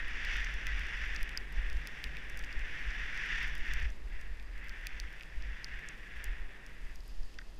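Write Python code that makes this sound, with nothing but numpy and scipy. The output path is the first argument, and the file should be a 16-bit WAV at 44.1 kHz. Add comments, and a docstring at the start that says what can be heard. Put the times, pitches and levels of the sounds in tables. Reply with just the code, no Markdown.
"""On an open snowy slope, skis run through deep powder, heard by a microphone in a closed camera housing on a helmet.
Sprayed snow is a dense rain of random grains, coloured by the hollow of the housing.
Wind is slow and quick noise swelling into thumps on the wall; rushing air adds a rush, drone, whistle and hiss.
Ice crystals and the mount tick against the plastic by setting its rings going, and near the end
the ski binding knocks, made the same way with its own ringing pitches."""
import sys
import numpy as np
from scipy import signal
from scipy.fft import rfft, irfft, next_fast_len
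from scipy.io import wavfile
from scipy.ndimage import uniform_filter1d

SR = 44100
rng = np.random.default_rng(int(sys.argv[2]) if len(sys.argv) > 2 else 0)


def wav_out(sig):
    """Save sig, one row per channel (or a flat mono array), as 16-bit PCM at SR to the path in sys.argv[1]."""
    wavfile.write(sys.argv[1], SR, np.round(np.clip(np.atleast_2d(sig).T, -1, 1) * 32767).astype(np.int16))


def ratio_of_db(decibels):
    """Turn decibels (scalar or array-like) into linear amplitude factors; 0 dB maps to 1."""
    return 10 ** (np.asarray(decibels, float) / 20)


N = 334719

# How the snow spray changes. Each row: time in seconds, hiss level in dB, brightness (treble boost) in dB.
SPRAY_OVER_TIME = [(0.0, -42.5, -1), (0.19, -43.5, 2.5), (0.33, -37.5, 3), (0.56, -44.5, 1.5),
                   (0.74, -41, 0.5), (1.15, -43, 1.5), (1.38, -47, -3), (1.5, -53, 0), (1.56, -52, 8),
                   (1.58, -45.5, -1.5), (1.85, -49.5, 3), (2.45, -47, -2), (2.94, -43, 0.5), (3.1, -42, 1),
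                   (3.38, -36.5, 1), (3.6, -47.5, 2), (3.72, -39.5, 0.5), (3.85, -45.5, 1),
                   (3.92, -60.5, 7), (4.05, -62.5, -3), (4.14, -52, -3.5), (4.47, -59.5, -7),
                   (4.62, -48.5, -11), (4.87, -49, 0), (5.32, -55.5, 0.5), (5.72, -47.5, -2),
                   (5.9, -48, -5), (5.97, -56, 0), (6.23, -47.5, -2), (6.46, -55, -2.5), (6.94, -59, 2),
                   (7.0, -67.5, 4), (7.59, -69.5, 5)]


def rms_one(x):
    """Scale a sound so that its rms (average strength) is 1."""
    return x / np.sqrt(np.mean(x ** 2) + 1e-20)


def in_time(rows):
    """Draw straight lines between the rows of a table: one value per sample for each column."""
    s, *columns = np.transpose(rows)
    return [np.interp(np.arange(N) / SR, s, column) for column in columns]


def coloured(x, spectrum):
    """Make some pitches louder than others, following (Hz, dB) points; the result has rms 1."""
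    hz, db = np.transpose(spectrum)
    size = next_fast_len(N)
    bins_hz = np.arange(size // 2 + 1) * SR / size + 1e-3   # the small offset avoids log(0)
    gain_db = np.interp(np.log(bins_hz), np.log(hz), db, left=-140, right=-140)
    return rms_one(irfft(rfft(x, size) * ratio_of_db(gain_db), size)[:N])


def drift(rate_hz):
    """Slow random wandering: noise passed twice through a simple low-pass at rate_hz; spread about 1."""
    r = np.exp(-2 * np.pi * rate_hz / SR)
    noise = rng.standard_normal(N + SR)
    return rms_one(signal.lfilter([1], [1, -2 * r, r * r], noise)[SR:])   # skip the settling second


def ring(clicks, hz, t60):
    """A resonator: each unit click starts a sine of height 1 that fades by 60 dB in t60 seconds."""
    r, w = ratio_of_db(-60 / (t60 * SR)), 2 * np.pi * hz / SR
    return signal.lfilter([0, np.sin(w)], [1, -2 * r * np.cos(w), r * r], clicks + 1e-18)


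def struck(clicks, hz, t60):
    """A soft contact: the swing builds up over a cycle or two to a peak as high as the click."""
    soften = signal.butter(2, [hz / 1.2, hz * 1.2], "band", fs=SR, output="sos")
    one_strike = ring(signal.sosfilt(soften, signal.unit_impulse(400)), hz, t60)
    peak = np.abs(one_strike).max()
    return ring(signal.sosfilt(soften, clicks + 1e-18), hz, t60) / peak


def spray(grains_per_s=6000, grain_db=2.0, clump_db=1.0, mid_share=.4):
    """Dense snow grains of uneven size arrive in clumps; the housing colours them and their treble varies."""
    # Spray as coloured by the housing. Each row: pitch in Hz, relative level in dB.
    spray_colour = [(700, -25.5), (1150, -19), (1450, -9), (1690, -1), (1850, 1), (2200, -5), (2450, -7.5),
                    (2630, -6.5), (3150, -15.5), (3450, -13), (4000, -29), (4850, -24.5), (5800, -25),
                    (6300, -31.5), (8300, -45), (15500, -66)]
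    hiss_db, bright_db = in_time(SPRAY_OVER_TIME)
    sizes = ratio_of_db(grain_db * np.minimum(rng.exponential(1, N), 5)) * rng.choice([-1, 1], N)
    grains = sizes * (rng.random(N) < grains_per_s / SR)
    clumps = ratio_of_db(clump_db * drift(90) + .6 * drift(14))
    hiss = coloured(grains * clumps, spray_colour)
    # split into three bands so that brightness can act on the upper two
    above = [signal.sosfiltfilt(signal.butter(3, hz, "high", fs=SR, output="sos"), hiss)
             for hz in (2350, 4000)]
    core, mid, top = hiss - above[0], above[0] - above[1], above[1]
    return ratio_of_db(hiss_db) * (core + ratio_of_db(mid_share * bright_db) * mid + ratio_of_db(bright_db) * top)


def wind(push_s=0.11, buffet_s=0.03, evenness=0.61):
    """Turbulence pushes the housing wall; gusts set the swing, so the noise's own swells are partly evened out."""
    # Steady wind. Each row: time in seconds, slow push in dB, quick buffeting in dB.
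    steady_wind = [(0.0, -42, -49), (0.8, -41, -40.5), (2.0, -45.5, -51.5), (3.5, -38.5, -51),
                   (4.4, -42, -51), (5.2, -44.5, -51), (6.0, -49, -56.5), (7.59, -45.5, -53)]
    # Gusts that thump. Each row: middle in seconds, slow push in dB, quick buffeting in dB, length in seconds.
    gust_thumps = [(0.044, -34.5, -49, 0.069), (0.39, -36.5, -37.5, 0.12), (0.552, -33.5, -37.5, 0.051),
                   (0.76, -41, -37, 0.17), (1.015, -40.5, -41, .1), (1.227, -32, -52, 0.055),
                   (1.602, -34, -33.5, .14), (1.76, -29, -35, 0.11), (2.08, -33.5, -39, .08),
                   (2.414, -40, -46, 0.15), (2.614, -34, -40.5, 0.15), (2.876, -35, -34, 0.044),
                   (3.022, -39.5, -38.5, .06), (3.477, -38.5, -37, 0.11), (3.608, -27, -41, 0.046),
                   (3.744, -34.5, -40, 0.076), (3.848, -35, -32.5, 0.13), (4.054, -42, -41.5, 0.052),
                   (4.168, -40, -44.5, 0.06), (4.33, -35, -43.5, 0.13), (4.558, -49, -44, 0.22),
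                   (4.862, -39, -46, 0.051), (5.05, -43, -42, 0.099), (5.386, -31, -39, 0.046),
                   (5.487, -39, -39, 0.093), (5.748, -36.5, -42.5, 0.09), (6.176, -36, -48, 0.084),
                   (6.303, -37.5, -34.5, .08), (6.426, -33.5, -45, .1), (6.85, -37, -56, 0.14),
                   (7.024, -45, -45.5, 0.069), (7.13, -34.5, -51, 0.063), (7.22, -29.5, -47.5, 0.072),
                   (7.373, -41, -62, 0.069)]
    # Colours of the slow push and the quick buffeting. Each row: pitch in Hz, relative level in dB.
    push_colour = [(2, 11), (6, 13.5), (18, -3), (32, 5), (60, -59), (120, -80)]
    buffet_colour = [(15, -26), (30, -4), (47, 7.5), (60, -7), (75, -20), (110, -47), (300, -90)]
    swells_db = 2 * drift(5.7)   # chance swells of the steady wind
    t = np.arange(0, N, 64) / SR   # a coarse clock is enough for the gusts
    s, *thump_db, length = np.transpose(gust_thumps)
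    bells = np.exp(-(2 * (t[:, None] - s) / length) ** 2)   # each gust swells and fades as a bell curve
    out = 0
    parts = zip(in_time(steady_wind), thump_db, (push_colour, buffet_colour), (push_s, buffet_s))
    for db, peak_db, colour, span_s in parts:
        lumps = coloured(rng.standard_normal(N), colour)
        span = int(span_s * SR)
        swell = uniform_filter1d(uniform_filter1d(lumps ** 2, span), span) + .01
        evened = rms_one(lumps / swell ** (evenness / 2))
        thumps = np.interp(np.arange(N) / SR, t, bells @ ratio_of_db(peak_db))
        out = out + np.hypot(ratio_of_db(db + swells_db), thumps) * evened
    return out


def air(flicker_db=1.2):
    """Air rushing past the helmet: smooth rush, faint drone of the mount, thin housing whistle, hiss on top."""
    # Each row: time in seconds, rush in dB, thin whistle in dB, treble hiss in dB.
    air_levels = [(0.0, -57, -77, -75.5), (3.6, -57.5, -74, -74.5), (4.3, -61, -71, -76.5),
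                  (6.6, -59.5, -74.5, -76), (7.06, -62.5, -67.5, -73), (7.59, -61.5, -69, -75.5)]
    # Colours of the three noises. Each row: pitch in Hz, relative level in dB.
    rush_colour = [(60, -15), (100, 0), (170, -0.5), (270, -4.5), (440, -6.5), (650, -10), (1200, -12),
                   (2000, -18.5), (3000, -23.5), (3900, -20), (6000, -72), (9000, -56)]
    whistle_colour = [(2500, -1), (3900, -8), (4850, -0.5), (5800, -9.5), (6600, -10.5), (9000, -38)]
    treble_colour = [(3000, -16), (7000, 1), (8300, -1), (9700, -3.5), (11500, -4), (14600, -9.5),
                     (15600, -25)]
    rush_db, whistle_db, treble_db = in_time(air_levels)
    hum = ring(rng.standard_normal(N), 138, 1.6 / 7.0)
    # the drone wavers, and grows 0.43 dB for each dB of spray
    hum_db = 2.5 * drift(1.1) + 0.43 * in_time(SPRAY_OVER_TIME)[0]
    drone = rms_one(hum * ratio_of_db(hum_db))
    rush = coloured(rng.standard_normal(N), rush_colour) + ratio_of_db(-10) * drone   # drone 10 dB below the rush
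    whistle = coloured(rng.standard_normal(N) * ratio_of_db(flicker_db * drift(28)), whistle_colour)
    treble = coloured(rng.standard_normal(N) * ratio_of_db(flicker_db * drift(30)), treble_colour)
    return ratio_of_db(rush_db) * rush + ratio_of_db(whistle_db) * whistle + ratio_of_db(treble_db) * treble


def ticks(stray_colour_db=2.5, crumble_s=.0005):
    """Each tick strikes the rings near its own pitch hardest; neighbouring rings swing opposite."""
    # Ticks on the housing. Each row: start in seconds, strike level at the pitch in dB, strongest pitch in Hz,
    # fall away from it in dB per octave, least strike level above the pitch (a broad snap) in dB.
    tick_rows = [(0.2494, -34.5, 4700, 20, -51), (0.3672, -44, 6200, 25, -51.5),
                 (0.4455, -35, 5900, 30, -57), (0.54, -40, 6200, 30, -52), (0.6681, -34.5, 2800, 5.5, -43),
                 (0.7944, -44, 4700, 12, -54), (0.8688, -45, 6300, 30, -57), (1.1473, -48, 6000, 15, -54),
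                 (1.162, -32.5, 4800, 22.5, -54), (1.2296, -38, 6200, 14, -41),
                 (1.2922, -41, 2800, 5.5, -52), (1.3741, -19.5, 4700, 31, -43),
                 (1.5238, -53.5, 13000, 4, -60), (1.6994, -40, 4000, 15, -53), (1.729, -50, 5000, 6, -54),
                 (1.7695, -52, 4500, 10, -58), (1.8722, -38.5, 4700, 6, -42),
                 (2.0402, -31, 3500, 10.5, -43), (2.0438, -46, 6500, 10, -54), (2.169, -36, 2700, 14, -56),
                 (2.298, -42, 6300, 30, -51), (2.3735, -45, 4700, 20, -46), (2.3918, -40, 6000, 12, -50),
                 (2.4385, -41, 3000, 10, -62), (2.4453, -43, 5400, 17, -59), (2.527, -42.5, 4800, 15, -58),
                 (2.593, -49, 6000, 14, -59), (2.9054, -43, 5500, 25, -75), (3.175, -44, 5400, 13.5, -57),
                 (3.262, -53.5, 6200, 15, -54), (3.4288, -44, 11500, 25, -50), (3.478, -46, 6300, 30, -57),
                 (3.5523, -47, 4700, 16, -49), (3.5799, -49, 13000, 6, -50), (3.6783, -42, 2700, 13, -60),
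                 (3.736, -38.5, 6200, 8, -43), (3.8274, -46, 6200, 16, -60), (3.9025, -46.5, 6100, 30, -68),
                 (4.2128, -51.5, 6000, 4, -55), (4.3973, -45.5, 3000, 12, -75),
                 (4.6846, -54.5, 6000, 6, -55), (4.694, -42.5, 4800, 11, -55),
                 (4.8692, -32.5, 2690, 10.5, -36.5), (4.9993, -33, 4900, 10.5, -43),
                 (5.209, -40.5, 2720, 12.5, -64), (5.233, -44.5, 2700, 8.5, -61),
                 (5.423, -43, 3500, 14.5, -75), (5.644, -30, 4600, 28, -50), (5.8875, -35, 6900, 22, -59),
                 (6.2417, -38, 6200, 24, -38.5), (6.6641, -47, 5500, 8.5, -56.5),
                 (6.9576, -45.5, 6400, 14, -52), (7.005, -48, 4600, 30, -72), (7.0786, -47, 11500, 14, -52),
                 (7.232, -48, 5200, 26, -78), (7.342, -53.5, 3500, 6, -62)]
    # Rings of the housing. Each row: pitch in Hz, level added to every strike in dB, 60 dB fade in seconds.
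    housing_rings = [(2510, 3, 0.0063), (3360, 0, 0.002), (4390, -9.5, 0.0078), (4910, 0.5, 0.0039),
                     (5785, -2, 0.0056), (6570, -9.5, 0.0097), (7380, -1.5, 0.0014), (9520, 0.5, 0.0018),
                     (12140, -2.5, 0.0036), (14400, -4.5, 0.0033)]
    s, peak_db, pitch_hz, fall_db, snap_db = np.transpose(tick_rows)
    hiss_db = in_time(SPRAY_OVER_TIME)[0]
    scatter_db = rng.standard_normal((len(s), len(housing_rings)))
    # a crumbling crystal does not hit all rings at once
    late = crumble_s * rng.random((len(s), len(housing_rings)))
    at = np.round((s[:, None] + late) * SR).astype(int)
    # fainter crystals at random: 17 per second at the mean hiss level in dB, more in thick spray
    stray_per_s = 17 * ratio_of_db(.6 * (hiss_db - hiss_db.mean()))
    stray = np.flatnonzero(rng.random(N) < stray_per_s / SR)
    stray_db = -73 + 4.5 * np.minimum(rng.exponential(1, len(stray)), 3)
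    out = np.zeros(N)
    for k, (hz, db, t60) in enumerate(housing_rings):
        clicks = np.zeros(N)
        octaves = np.log2(hz / pitch_hz)
        above_db = np.maximum(peak_db - fall_db * octaves, snap_db)
        below_db = peak_db + 1.23 * fall_db * octaves   # the fall is steeper below the pitch
        strike_db = np.where(octaves > 0, above_db, below_db)
        clicks[stray] = ratio_of_db(stray_db + db + stray_colour_db * rng.standard_normal(len(stray)))
        clicks[at[:, k]] = ratio_of_db(strike_db + db + scatter_db[:, k])
        out += (-1) ** k * struck(clicks, hz, t60)
    return out


def knocks():
    """A knock sets the ringing pitches (modes) of the binding going; its brightness tilts their levels."""
    # Each row: start in seconds, strike level at the lowest mode in dB, brightness in dB per octave above it.
    knock_rows = [(7.3867, -42, 3.5), (7.3892, -33.5, -12), (7.414, -48, -3), (7.4172, -45, -14)]
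    # Modes of the binding. Each row: pitch in Hz, level added to every strike in dB, 60 dB fade in seconds.
    binding_modes = [(1490, -8, 0.011), (1820, -3.5, 0.015), (2120, -11, 0.011), (2630, -10, 0.01),
                     (3440, -5.5, 0.0056), (4720, -9, 0.011), (5640, -10, 0.0054)]
    s, peak_db, bright_db = np.transpose(knock_rows)
    at = np.round(s * SR).astype(int)
    lowest_hz = binding_modes[0][0]
    out = np.zeros(N)
    for k, (hz, db, t60) in enumerate(binding_modes):
        clicks = np.zeros(N)
        clicks[at] = ratio_of_db(peak_db + db + bright_db * np.log2(hz / lowest_hz))
        out += (-1) ** k * struck(clicks, hz, t60)   # neighbouring modes swing opposite
    return out


def scene():
    """Open slope in soft snow: all the layers are added, with no echoes, into one channel."""
    return (spray() + wind() + air() + ticks() + knocks())[None, :]


def low_pass(x):
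    """Removes everything above the highest recorded frequency."""
    return signal.sosfilt(signal.butter(12, 16500, fs=SR, output="sos"), x)


def record(dry, top_hz=15600):
    """The microphone path rolls off steeply at the top."""
    rolled = signal.sosfilt(signal.butter(8, top_hz, fs=SR, output="sos"), dry)
    return low_pass(rolled)


dry = scene()
out = record(dry)
wav_out(out)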